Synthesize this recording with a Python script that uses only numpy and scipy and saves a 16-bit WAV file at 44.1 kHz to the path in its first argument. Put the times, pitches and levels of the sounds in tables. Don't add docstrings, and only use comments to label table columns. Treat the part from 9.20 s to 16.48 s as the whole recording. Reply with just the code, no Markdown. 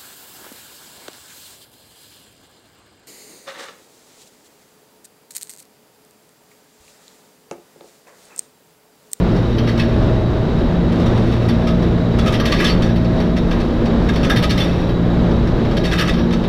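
import sys
import numpy as np
from scipy import signal
from scipy.fft import rfft, irfft
from scipy.io import wavfile
from scipy.ndimage import uniform_filter1d

SR = 44100
rng = np.random.default_rng(int(sys.argv[2]) if len(sys.argv) > 2 else 0)


def ratio_of_db(decibels):
    return 10 ** (np.asarray(decibels, float) / 20)


def transcribe(u):
    v = np.clip(np.atleast_2d(u).T, -1, 1)
    q = np.round(v * 32767).astype(np.int16)
    wavfile.write(sys.argv[1], SR, q)


N = 321048

# pitch_hz [Hz], density_db [dB per Hz]
BODY_RUMBLE = [(8.8, -14), (15, -4), (43, -0.5), (86, -2.5), (133, -2), (237, -4.5), (619, -13.5),
               (716, -18.5), (1610, -28.5), (2570, -37), (3860, -36), (4210, -40), (6710, -55),
               (8710, -62.5), (15600, -81)]
# pitch_hz [Hz], width_hz [Hz], level_db [dB]
BODY_RINGS = [
    (35.8, 14, -30),
    (340.7, 35, -27),
    (15420, 200, -80.5),
]

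# peak_s [s], length_s [s], level_db [dB]
MESH_SECOND = [(0.38, 0.78, -18.5), (0.95, 0.87, -16.5), (2.08, 0.75, -15.5), (2.9, 1.1, -22),
               (3.8, 0.38, -15.5), (4.65, 0.58, -27), (5.3, 0.75, -26), (6.1, 1.22, -23)]
MESH_THIRD = [(0.0, 0.43, -18.5), (1.75, 0.97, -18.5), (2.7, 0.98, -16.5), (3.6, 0.59, -17.5),
              (4.1, 0.78, -17.5), (5.1, 0.98, -20.5), (5.95, 1.4, -18), (6.8, 0.55, -19.5),
              (7.15, 0.45, -16.5)]
MESH_FOURTH = [(0.55, 0.71, -20), (1.7, 1.16, -22.5), (2.4, 0.49, -21), (2.95, 1.08, -22.5),
               (3.8, 1.07, -21), (4.65, 1.14, -19.5), (6.1, 0.87, -21.5), (7.1, 0.52, -18.5)]
# peak_s [s], length_s [s], level_db [dB]
PINION_SWELLS = [(0.95, 0.89, -29.5), (1.7, 0.4, -33), (2.45, 0.63, -28.5), (3.0, 0.87, -33), (3.9, 1, -30),
                 (6.6, 0.35, -35.5)]

# pitch_hz [Hz], width_hz [Hz], level_db [dB]
FITTING_MODES = [(1166, 48, 2.5), (1261.5, 53, 9), (1652, 34, 4.5), (1670, 63, -15.5), (1800, 63, -12),
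                 (2016, 15, -6), (2460, 24, -32.5), (2600, 17, -1), (3176, 110, -3), (3470, 26, 4),
                 (3620, 46, 1.5), (3674, 82, 5), (3920, 79, -20), (4498, 81, -1), (5050, 62, -6.5),
                 (5250, 26, -16), (5715, 89, -6.5), (5990, 56, -13.5)]
# pitch_hz [Hz], width_hz [Hz], level_db [dB]
SIZZLE_MODES = [(9450, 190, -34), (9700, 170, -33), (10700, 870, -37), (12200, 600, -38), (13900, 700, -39)]
# pitch_hz [Hz], density_db [dB per Hz]
FITTING_WASH = [(600, -42), (1000, -10), (1250, 1), (1450, -16), (1800, -2), (3600, -5), (4800, -4.5),
                (5700, -10.5), (6800, -29), (8300, -31), (10000, -27), (13000, -33.5), (15700, -40.5)]
# peak_s [s], length_s [s], level_db [dB]
JOLTS = [
    (0.55, 1.2, -41.5),
    (2.2, 1.27, -40.5),
    (3.3, 0.82, -31.5),
    (3.95, 0.89, -47),
    (4.45, 0.43, -41.5),
    (5.25, 0.97, -34.5),
    (6.8, 0.57, -31.5),
    (7.28, 0.63, -47.5),
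]
# start_s [s], peak_db
# [dB], low_modes_db [dB], sizzle_db [dB], chatter_s [s]
RATTLES = [(2.9856, -13.5, -10, -34, 0.012), (3.0585, -16, 2, -31, 0.013), (3.074, -16, -3, -26, 0.01),
           (3.1214, -19, -5, -25, 0.018), (3.1348, -12.5, -11, -31, 0.014),
           (3.1968, -11, -4.5, -26, 0.0094), (3.253, -9, -10, -26, 0.015),
           (3.3164, -12.5, -0.5, -30.5, 0.016), (3.3867, -17.5, -5, -32.5, 0.015),
           (3.401, -15, 7, -26, 0.016), (3.42, -20, -4, -26.5, 0.015), (3.441, -8, -13, -29, 0.017),
           (3.4643, -11, -22, -34.5, 0.018), (3.4874, -19, -19, -31, 0.014), (3.6196, -19, -4, -31, 0.02),
           (4.8867, -15.5, -0.5, -34, 0.012), (4.9322, -25, -10, -26, 0.015),
            (4.9543, -18, -7, -29, 0.019), (5.029, -19.5, -8.5, -30, 0.016),
            (5.0435, -13, -5.5, -30, 0.012), (5.0956, -9.5, -4, -23.5, 0.019), (5.159, -8, -5, -26, 0.021),
            (5.2235, -9.5, -11.5, -25, 0.015), (5.235, -10, -9.5, -32.5, 0.01),
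            (5.293, -13, -14, -29, 0.017), (5.3033, -12.5, -7, -30, 0.012),
            (5.3747, -15, -21, -27.5, 0.022), (5.3975, -17, -17, -25, 0.015),
            (5.4384, -25, -10, -24, 0.015),
           (6.567, -11.5, -14, -32, 0.011), (6.637, -14, -12.5, -28, 0.015),
            (6.6507, -19.5, -6, -33, 0.013), (6.7113, -13, -5, -34, 0.015), (6.7284, -16.5, 4, -28, 0.0085),
            (6.7807, -13.5, -5.5, -25.5, 0.015), (6.791, -12, -12, -22.5, 0.013),
            (6.8094, -18, 4, -20.5, 0.011), (6.8738, -15.5, -3, -32.5, 0.015),
            (6.8887, -16, -5, -30, 0.013), (6.934, -18.5, -10, -35, 0.011), (6.9706, -26.5, -16, -36, 0.02),
            (7.105, -22.5, -3.5, -33, 0.015), (7.1237, -21, -7, -30.5, 0.019)]
# start_s [s], peak_db [dB], sizzle_db [dB], chatter_s [s]
TICKS = [(0.159, -26, -35, 0.014), (0.3816, -16, -30.5, 0.01), (0.4707, -20, -31, 0.017),
         (0.4884, -25.5, -28.5, 0.014), (0.574, -20.5, -34, 0.018), (0.5925, -13.5, -33, 0.018),
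         (0.8194, -29.5, -28, 0.012), (1.3844, -26, -28.5, 0.0088), (1.718, -24, -26.5, 0.01),
         (1.7978, -23, -33, 0.014), (1.8583, -20.5, -31.5, 0.016), (1.9744, -31, -27, 0.012),
         (2.1206, -26.5, -33, 0.022), (2.284, -18, -24.5, 0.015), (2.467, -21.5, -36.5, 0.025),
         (2.62, -27, -29.5, 0.018), (3.6884, -21.5, -38, 0.013), (3.7578, -23.5, -26, 0.012),
         (3.8434, -27, -32, 0.0087), (3.9998, -18.5, -27.5, 0.0099), (4.1633, -18.5, -33, 0.016),
         (4.3085, -19.5, -31.5, 0.016), (4.3975, -24, -32, 0.016), (4.6544, -19.5, -31, 0.0095),
         (5.688, -25, -27, 0.012), (6.108, -24.5, -36.5, 0.012), (6.2706, -25, -32, 0.011),
         (6.4477, -26.5, -37, 0.014), (6.5106, -22.5, -40, 0.013), (7.237, -22, -32, 0.0095)]

# pitch_hz [Hz], gain_db [dB]
MIC_PORT = [(20, -1.5), (8050, 0), (8300, -2.5), (11050, -0.5), (11280, -10), (11480, 4), (12500, 6.5),
            (12800, -2.5), (14000, 3.5), (15700, 3)]


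def level(x, db):
    return x * ratio_of_db(db) / np.sqrt(np.mean(x ** 2))


def colour(x, spectrum):
    hz, db = np.transpose(spectrum)
    f = np.linspace(1, SR / 2, 8193)
    cepstrum = irfft(np.log(ratio_of_db(np.interp(np.log(f), np.log(hz), db))))
    cepstrum[1:8192] *= 2
    cepstrum[8193:] = 0
    impulse = irfft(np.exp(rfft(cepstrum)))
    return signal.oaconvolve(x, impulse)[:N]


def ring(x, hz, width_hz):
    return signal.lfilter(*signal.iirpeak(hz, hz / width_hz, fs=SR), x)


def walk(rate_hz):
    hold, steps = int(SR / rate_hz / 32), N // 32 + 1
    slow = np.repeat(rng.standard_normal(steps), hold)[:steps]
    slow = uniform_filter1d(uniform_filter1d(slow, hold), hold)
    return 1.3 * np.interp(np.arange(N) / 32, np.arange(steps), slow)


def swells(table, rest_db):
    t = np.arange(N) / SR
    total = ratio_of_db(rest_db)
    for peak_s, length_s, level_db in table:
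        total = total + ratio_of_db(level_db) * np.cos(np.pi * np.clip((t - peak_s) / length_s, -0.5, 0.5))
    return 20 * np.log10(total)


def body():
    rumble = level(colour(rng.standard_normal(N), BODY_RUMBLE), -13.5)
    out = rumble * ratio_of_db(1.2 * walk(7.4))
    for hz, width_hz, db in BODY_RINGS:
        out += level(ring(ring(rng.standard_normal(N), hz, width_hz), hz, width_hz), db)
    return out


def fan():
    whine_hz, width_hz, whine_db = 3855, 110, -45.5
    phase = 2 * np.pi * np.cumsum(whine_hz * (1 + 0.002 * walk(1.5))) / SR
    return ratio_of_db(whine_db) * (walk(width_hz) * np.sin(phase) + walk(width_hz) * np.cos(phase))


def tone(hz, db, wander):
    phase = 2 * np.pi * np.cumsum(hz) / SR + wander * walk(12) + 0.92 * walk(1.227)
    return np.sqrt(2) * ratio_of_db(db) * np.sin(phase)


def drive():
    mesh_hz, pinion_hz = 58.1, 638.6
    missing_speed, catch_up_s = 0.004, 3.8
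    speed = 1 + 0.001 * walk(1.5) - missing_speed * (np.arange(N) < catch_up_s * SR)
    levels = [-23]
    levels += [swells(table, rest_db=-35.5) for table in (MESH_SECOND, MESH_THIRD, MESH_FOURTH)]
    mesh = sum(tone(k * mesh_hz * speed, db, wander=0.37) for k, db in enumerate(levels, 1))
    return mesh + tone(pinion_hz * speed, swells(PINION_SWELLS, rest_db=-51), wander=0.75)


def blows():
    ticks = [(s, peak_db + 1, -4.5, sizzle_db, chatter_s) for s, peak_db, sizzle_db, chatter_s in TICKS]
    return np.transpose(sorted([*RATTLES, *ticks]))


def bursts(gain_db):
    rise_s, blow_db = 0.0032, 2.5
    force, t = np.zeros(N + SR), np.arange(SR // 8) / SR
    start_s, chatter_s = blows()[[0, 4]]
    for s, hold_s, db in zip(start_s, chatter_s, gain_db + blow_db):
        fade = np.exp(-(t / max(hold_s, 0.002)) ** 1.13)
        force[int(s * SR):][:len(t)] += ratio_of_db(db) * (1 - np.exp(-t / rise_s)) * fade
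    return force[:N]


def cab(dry, seat):
    t60_s = 0.14
    t = np.arange(SR // 4) / SR
    echoes = rng.standard_normal((seat.max() + 1, len(t))) * ratio_of_db(-60 * t / t60_s) * (t > 0.002)
    tail = np.zeros(N)
    for k, echo in enumerate(echoes):
        tail += signal.oaconvolve(dry * (seat == k), echo / np.sqrt(np.sum(echo ** 2)))[:N]
    return tail


def fitting():
    start_s, peak_db, low_db, sizzle_db = blows()[:4]
    taps = (rng.random(N) < 2500 / SR) * rng.standard_normal(N) * ratio_of_db(1.5 * rng.exponential(size=N))
    taps = level(taps + 0.28 * rng.standard_normal(N), 0)
    jingle = ratio_of_db(swells(JOLTS, rest_db=-52) + 2.9 * walk(14))

    shares = ((0.95, low_db - 6), (0.67, -10.0), (0.59, sizzle_db + 19.0))
    force = [taps * (share * jingle + bursts(peak_db + db)) for share, db in shares]
    edges_hz = [2250, 8000]

    all_modes = FITTING_MODES + SIZZLE_MODES
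    blow = np.clip(np.searchsorted(start_s * SR, np.arange(N)) - 1, 0, None)
    mix = ratio_of_db(3.0 * rng.standard_normal((len(start_s), len(all_modes))))
    modes = np.zeros(N)
    for k, (hz, width_hz, db) in enumerate(all_modes):
        push = force[np.searchsorted(edges_hz, hz)] * ratio_of_db(db) * mix[blow, k]
        modes += (-1) ** k * ring(push, hz, max(width_hz, 48.0))

    bands = ((edges_hz[0], "low"), (edges_hz, "band"), (edges_hz[1], "high"))
    rub = np.zeros(N)
    for (edge_hz, kind), band_force in zip(bands, force):
        rub += signal.sosfilt(signal.butter(3, edge_hz, kind, fs=SR, output="sos"), band_force)
    dry = ratio_of_db(12.0) * modes + ratio_of_db(12.0) * colour(rub, FITTING_WASH)
    return dry + ratio_of_db(-8.5) * cab(dry, seat=blow % 5)


def scene():
    return (body() + fan() + drive() + fitting())[None]


def low_pass(x):
    return signal.sosfilt(signal.butter(12, 15730, fs=SR, output="sos"), x)


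def record(dry):
    hiss = level(rng.standard_normal(N), -64.5)
    heard = colour(dry[0] + hiss, MIC_PORT)[None]
    loudness = np.sqrt(uniform_filter1d(heard ** 2, int(0.021 * SR)))
    even = heard * (loudness / 0.2) ** -0.25
    rounded = np.tanh(0.75 * even) / 0.86
    top_cut = signal.ellip(10, 0.2, 70, 15880, fs=SR, output="sos")
    return low_pass(signal.sosfilt(top_cut, rounded))


dry = scene()
out = record(dry)
transcribe(out)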